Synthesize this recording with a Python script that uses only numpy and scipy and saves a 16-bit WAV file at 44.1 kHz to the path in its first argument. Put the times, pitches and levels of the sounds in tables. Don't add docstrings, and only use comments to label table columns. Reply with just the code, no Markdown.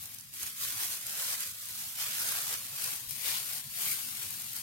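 import sys
import numpy as np
from scipy import signal
from scipy.fft import rfft, irfft
from scipy.io import wavfile
from scipy.ndimage import uniform_filter1d

SR = 44100
rng = np.random.default_rng(int(sys.argv[2]) if len(sys.argv) > 2 else 0)


def log_audio(samples):
    frames = np.atleast_2d(samples).T
    limited = np.clip(frames, -1, 1)
    pcm = np.round(limited * 32767).astype(np.int16)
    wavfile.write(sys.argv[1], SR, pcm)


def undo_db(level):
    steps = np.asarray(level, float) / 20
    return 10 ** steps


N = 203742


def evened(x):
    return x / np.sqrt(np.mean(x ** 2) + 1e-20)


def read(points, hz):
    f, value = np.transpose(points)
    return np.interp(np.log(hz + 1), np.log(f + 1), value)


def drift(shape, *spans):
    x = rng.standard_normal(shape)
    for axis, span in enumerate(spans):
        for _ in range(2):
            x = uniform_filter1d(x, int(span), axis)
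    return evened(x)


def scatter(x, t60):
    r = undo_db(-120 / (t60 * SR))
    energy = signal.lfilter([1 - r], [1, -r], x ** 2)
    return np.sqrt(energy) * rng.standard_normal((2, len(x)))


# (frequency [Hz], density [dB per Hz])
ROOM = [(15, -50), (30, -52), (60, -17), (105, -3), (135, -1), (180, -9), (240, -5.5), (310, -16.5),
        (500, -53), (1400, -22), (7000, -16.5), (16000, -51)]
# (frequency [Hz], left-right likeness [0-1])
ROOM_SAME = [(60, 0.87), (130, 0.69), (290, 0.63), (640, .1), (1500, .02)]
# (frequency [Hz], level [dB rms])
HUM = [(107.7, -70)]
# (time [s], level [dB])
RUMBLE = [
    (0.0, -58.5),
    (0.15, -66),
    (0.63, -62),
    (1.53, -62),
    (1.57, -68),
    (2.29, -58.5),
    (2.73, -64.5),
    (2.78, -61),
    (4.62, -60),
]


def kitchen(level_db=-60, swell_db=2.5):
    frames, hz = N // 512 + 5, np.fft.rfftfreq(2048, 1 / SR)
    a, b, c, d = rng.standard_normal((frames, len(hz), 4)).T
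    same = np.clip(read(ROOM_SAME, hz), -1, 1)[:, None]
    left = a + 1j * b
    z = np.array([left, same * left + np.sqrt(1 - same ** 2) * (c + 1j * d)])
    bass_db = np.interp(np.arange(frames) * 512 / SR, *np.transpose(RUMBLE))
    z *= undo_db((hz < 300)[:, None] * (bass_db - bass_db.mean()))
    z *= undo_db(read(ROOM, hz)[:, None] + swell_db * drift(a.shape, 5.2, 3.5))
    air = undo_db(level_db) * evened(signal.istft(z, nperseg=2048, noverlap=1536)[1][:, :N])
    for f, db in HUM:
        turns = np.cumsum(f * (1 + 0.0367 * drift(N, 4650))) / SR
        air = air + undo_db(db + 2.4 * drift(N, 4900)) * np.sin(2 * np.pi * turns)
    return air


def hump(t, peak, rise, fall, bend):
    return -10 * np.where(t < peak, (peak - t) / rise, (t - peak) / fall) ** bend


BEND, NEAR_DB = 1.72, -3
FUMBLE_DB = 0.55
REACH_S, IDLE_DB, BUSY_DB, REST_SLACK_DB = 0.336, -52.5, -45.5, -0.6
# (peak time [s], crackle level [dB], rise [s], fall [s], slackness [dB])
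MOVES = [(0.001, -44, 0.01, 0.2, -0.8), (0.336, -46.5, 0.0074, 0.31, 0), (0.432, -39, 0.044, 0.019, 4),
         (0.465, -41.5, 0.011, 0.089, 1), (0.642, -34.5, 0.063, 0.12, 2.1), (0.843, -35, 0.11, 0.025, 3.5),
         (0.937, -36.5, 0.26, 0.044, 0.5), (1.06, -46, 0.02, 0.041, 1), (1.335, -34, 0.32, 0.03, 3.5),
         (1.421, -38, 0.12, 0.12, 3.5), (1.7, -43.5, 0.18, 0.022, 2), (1.814, -40, 0.13, 0.21, -0.5),
         (2.019, -35.5, 0.062, 0.11, 4.5), (2.222, -33.5, 0.18, 0.44, 2.5), (2.393, -40, 0.099, 0.048, 12),
         (2.552, -40, 0.082, 0.012, 14.5), (2.844, -34.5, 0.1, 0.16, 3), (3.106, -39, 0.035, 0.11, -7),
         (3.284, -34.0, 0.097, 0.176, 1.6), (3.583, -37, 0.19, 0.037, 0.5), (3.817, -33, 0.078, 0.26, -0.5),
         (4.222, -39, 0.071, 0.05, 5), (4.397, -41.0, 0.63, 0.22, -1.1), (4.574, -39.5, 0.038, 0.067, 1)]


def hands(t):
    s, db, rise, fall, slack_db = np.transpose(MOVES)[:, :, None]
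    power = undo_db(2 * (db + hump(t, s, rise, fall, BEND)))
    rest = undo_db(2 * np.where(t < REACH_S, IDLE_DB, BUSY_DB))
    total = power.sum(0) + rest
    film_db = 10 * np.log10(total) + NEAR_DB + FUMBLE_DB * drift(len(t), 24)
    return film_db, ((power * slack_db).sum(0) + rest * REST_SLACK_DB) / total


def creases(per_s=7000, spread_db=3.0, clump_db=0.3, direct_db=-7, shared=0.67):
    struck = rng.random((2, N)) < per_s / SR
    size = np.minimum(rng.exponential(1, (2, N)), 4)
    clumps_db = clump_db * (drift(N, 40) + 0.25 * drift(N, 440))
    polarity = rng.choice([-1., 1.], (2, N))
    snaps = evened(struck * polarity * undo_db(spread_db * size + clumps_db))
    lead = np.interp(np.arange(N) / SR, [.5, 2.2, 2.9], [3, 8, 19]).astype(int)
    later = snaps[0][np.maximum(np.arange(N) - lead, 0)]
    direct = np.array([snaps[0], shared * later + 0.13 * snaps[1]])
    return evened(undo_db(direct_db) * direct + scatter(snaps[0], t60=0.03))


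PALM_DB, PALM_PER_SLACK, CUFF_DB, CUFF_PER_SLACK = -2.2, 0.26, -3.5, 0.98
SHADE_HZ, SHADE_PER_DB = (5330, 8040), 0.16
# (frequency [Hz], level [dB])
FILM = [(60, -42), (250, -11.5), (500, -6.5), (1000, -4), (1600, -2.5), (2500, -1.5), (4000, -0.5),
        (6000, 1.5), (9000, 2.5), (12000, 3), (15500, -0.5)]
# (time [s], left-right level [dB])
PLACE = [
    (0.0, 3.0),
    (0.5, 1.0),
    (2.6, 1),
    (3.27, 6.5),
    (3.33, 4.5),
    (4.26, 5.0),
    (4.62, 4),
]
# (time [s], length [s], centre [Hz], width [octaves], level [dB])
SQUEEZES = [
    (3.32, 0.087, 3230, 1.04, 3.5),
    (3.26, 0.098, 2240, 0.19, 3.5),
    (3.91, 0.051, 2220, 0.1, 10),
    (2.33, 0.16, 1520, 0.16, 5),
    (3.2, 0.03, 2070, .15, 4),
    (2.06, 0.075, 2700, 0.68, 3),
    (3.92, .03, 10500, 1.3, 3),
]


def gloves(patchy_db=0.27, pan_low=0.81):
    hz, t, z = signal.stft(creases(), SR, nperseg=256, noverlap=192)
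    film_db, slack_db = hands(t)
    pan_db = np.interp(t, *np.transpose(PLACE))
    moved_db = pan_db - np.mean(pan_db)
    palm_db = PALM_DB + PALM_PER_SLACK * slack_db
    cuff_db = CUFF_DB + CUFF_PER_SLACK * slack_db
    high = np.clip(np.log2((hz + 1) / 5500) / 1.14, 0, 1)[:, None]
    low = np.clip(np.log2(2500 / (hz + 1)) / 0.54, 0, 1)[:, None]
    folds_db = (1 - low) * palm_db + low * cuff_db
    field_db = film_db + (1 - high) * folds_db + read(FILM, hz)[:, None]
    for s, length, f, octaves, db in SQUEEZES:
        away = np.log2((hz[:, None] + 1) / f) / octaves
        field_db = field_db + db * np.exp(-((t - s) / length) ** 4 - away ** 2)
    shaded = ((hz > SHADE_HZ[0]) * (hz < SHADE_HZ[1]))[:, None]
    shade_db = -SHADE_PER_DB * shaded * moved_db
    side_db = moved_db / 2 * (pan_low + (1 - pan_low) * high)
    patches = np.array([drift(field_db.shape, 4.5, 30) for _ in z]) * (1 - 1.7 * high)
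    later = np.exp(-2j * np.pi * hz * 0.0002)[:, None]
    right = np.sqrt(1 - (.28 * low) ** 2) * z[1] + .28 * low * later * z[0]
    sides_db = np.array([side_db + shade_db, -side_db])
    z = np.array([z[0], right]) * undo_db(field_db + sides_db + patchy_db * patches + 4.5)
    return signal.istft(z, SR, nperseg=256, noverlap=192)[1][:, :N]


SNAP_HZ, SNAP_HZ_PER_DB = 9700, 178
# (time [s], peak level [dB], left-right level [dB], length [ms])
SNAPS = [(0.0283, -30, 16, .84), (0.0382, -34, 9, 1.3), (0.057, -36, -5, 1.9), (0.1213, -44, 7, 2.5),
         (0.1412, -36, 9, 1.1), (0.1463, -30.5, 10, 2.3), (0.186, -37.5, -5, 1.3), (0.1985, -37, 5, 1.1),
         (0.2093, -40, -7, 1.6), (3.4434, -36, 9, .8), (0.3398, -34, -1, 0.71), (0.4313, -27, -5, .82),
         (0.4669, -32.5, -4, 1.3), (0.9324, -31, 8, 1.7), (1.067, -27, .3, 2.3), (1.0956, -28.5, 4, 1.2),
         (1.406, -25, 1, 2), (1.6561, -33, 2, 1.9), (1.6868, -33, 6, 2.1), (2.539, -31, -6, 2.6),
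         (2.8417, -22.5, 4, 3.1), (2.9615, -27.5, 9, 1.2), (3.109, -22, 14, .35), (3.1573, -32, 3, 1.3),
         (3.282, -19.5, 13, 0.81), (3.5, -33, 4, 1.4), (4.3074, -25, 15, .7), (4.42, -28, 6, 1.1),
         (4.532, -28.5, 7, 1.5), (4.5652, -26, 7, 1.1)]


def big_snaps(tail_db=-12, tail_t60=0.08):
    out, t = np.zeros((2, N + 800)), np.arange(-100, 500) / SR
    for s, db, pan_db, ms in SNAPS:
        hz = SNAP_HZ + SNAP_HZ_PER_DB * pan_db
        band = signal.butter(2, [0.7 * hz / SR * 2, min(1.4 * hz, 17000) / SR * 2], "bandpass")
        burst = signal.lfilter(*band, rng.standard_normal((2, len(t))))
        burst = burst * np.exp(-abs(t) / (ms * np.where(t < 0, .0004, .0009)))
        peak = np.sqrt(uniform_filter1d(2 * burst ** 2, 44).max(1))
        for port, (late, drop_db) in enumerate([(0, 0), (14, -pan_db)]):
            start = round(s * SR) - 100 + late
            out[port, start:start + len(t)] += undo_db(db + drop_db) * burst[port] / peak[port]
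    return out[:, :N] + undo_db(tail_db) * scatter(out[0, :N], tail_t60)


BUMP_HZ, BUMP_LENGTH_S, BUMP_DB = 58, 0.012, -4.5
# (time [s], peak level [dB])
BUMPS = [(0.039, -72), (0.282, -65), (0.426, -51), (0.693, -60), (1.085, -80), (1.473, -58), (1.667, -68),
         (1.859, -60), (2.079, -74), (3.066, -54), (3.255, -53), (3.469, -68), (3.678, -65), (4.355, -79)]


def bumps():
    out, t = np.zeros(N + 8000), np.arange(8000) / SR
    swell = (t / BUMP_LENGTH_S) ** 2 * np.exp(2 - 2 * t / BUMP_LENGTH_S)
    for s, db in BUMPS:
        swing = np.sin(2 * np.pi * BUMP_HZ * rng.uniform(.8, 1.57) * t) * swell
        out[round(s * SR):][:len(t)] += undo_db(db + BUMP_DB) * swing
    return out[:N]


def scene():
    return kitchen() + gloves() + big_snaps() + bumps()


GAP_WIDTH = 0.16
# (time [s], centre [Hz], length [s], depth [dB])
GAPS = [(0.39, 870, .03, 26), (0.61, 857, 0.082, 43), (0.596, 488, 0.075, 12), (0.74, 507, 0.066, 7),
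        (1.3, 310, 0.22, 9), (1.465, 837, 0.06, 40), (1.623, 860, 0.046, 28), (1.627, 378, .05, 16),
        (1.855, 520, 0.12, 15), (2, 388, .06, 20), (2.115, 317, 0.073, 24), (2.71, 330, 0.059, 18),
        (3.078, 706, 0.056, 12), (3.567, 364, .04, 4), (3.714, 460, 0.052, 16), (3.753, 940, 0.033, 18),
        (4.138, 574, 0.089, 15), (4.5, 580, 0.2, 8)]


def suppress(x, dropout_db=32, rarity=1.45, blotch_db=1.8):
    hz, t, z = signal.stft(x, SR, nperseg=2048, noverlap=1536)
    hz = hz[:, None]
    cut_db = 0
    for s, f, length, db in GAPS:
        cut_db = cut_db + db * np.exp(-((t - s) / length) ** 4 - ((hz / f - 1) / GAP_WIDTH) ** 4)
    chance = np.array([drift(cut_db.shape, 6, 4) + .9 * (hz < 1100) for _ in z])
    chance = .45 * chance + .9 * drift(cut_db.shape, 5, 3)
    chance_db = blotch_db * chance + dropout_db * np.clip(chance - rarity, 0, 1.2)
    cut_db = cut_db + chance_db * (hz > 250) * (hz < 8200)
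    return signal.istft(z * undo_db(-cut_db), SR, nperseg=2048, noverlap=1536)[1][:, :N]


EDGE_HZ = 15980
# (frequency [Hz], level [dB])
LEFT_PORT = [(200, 1.9), (350, 1.5), (700, 1), (4500, 2), (7900, -3), (8300, 4), (8800, 2.5), (9600, 0.3),
             (12500, 1.5), (15000, 1.5)]
# (frequency [Hz], level [dB])
RIGHT_PORT = [(200, 4), (350, -7), (800, -2.9), (1500, 0.5), (4500, 1.5), (7800, 0), (8600, -2),
              (11700, -0.5), (13000, 0), (15000, -2.5)]


def microphone_ports(x):
    hz = np.fft.rfftfreq(N, 1 / SR)
    colour = undo_db([read(LEFT_PORT, hz), read(RIGHT_PORT, hz)]) * (hz < EDGE_HZ)
    return irfft(rfft(x) * colour, N)


def low_pass(x):
    return signal.sosfilt(signal.butter(12, 17000, fs=SR, output="sos"), x)


def record(dry):
    mix = microphone_ports(suppress(dry))
    return low_pass(mix)


dry = scene()
out = record(dry)
log_audio(out)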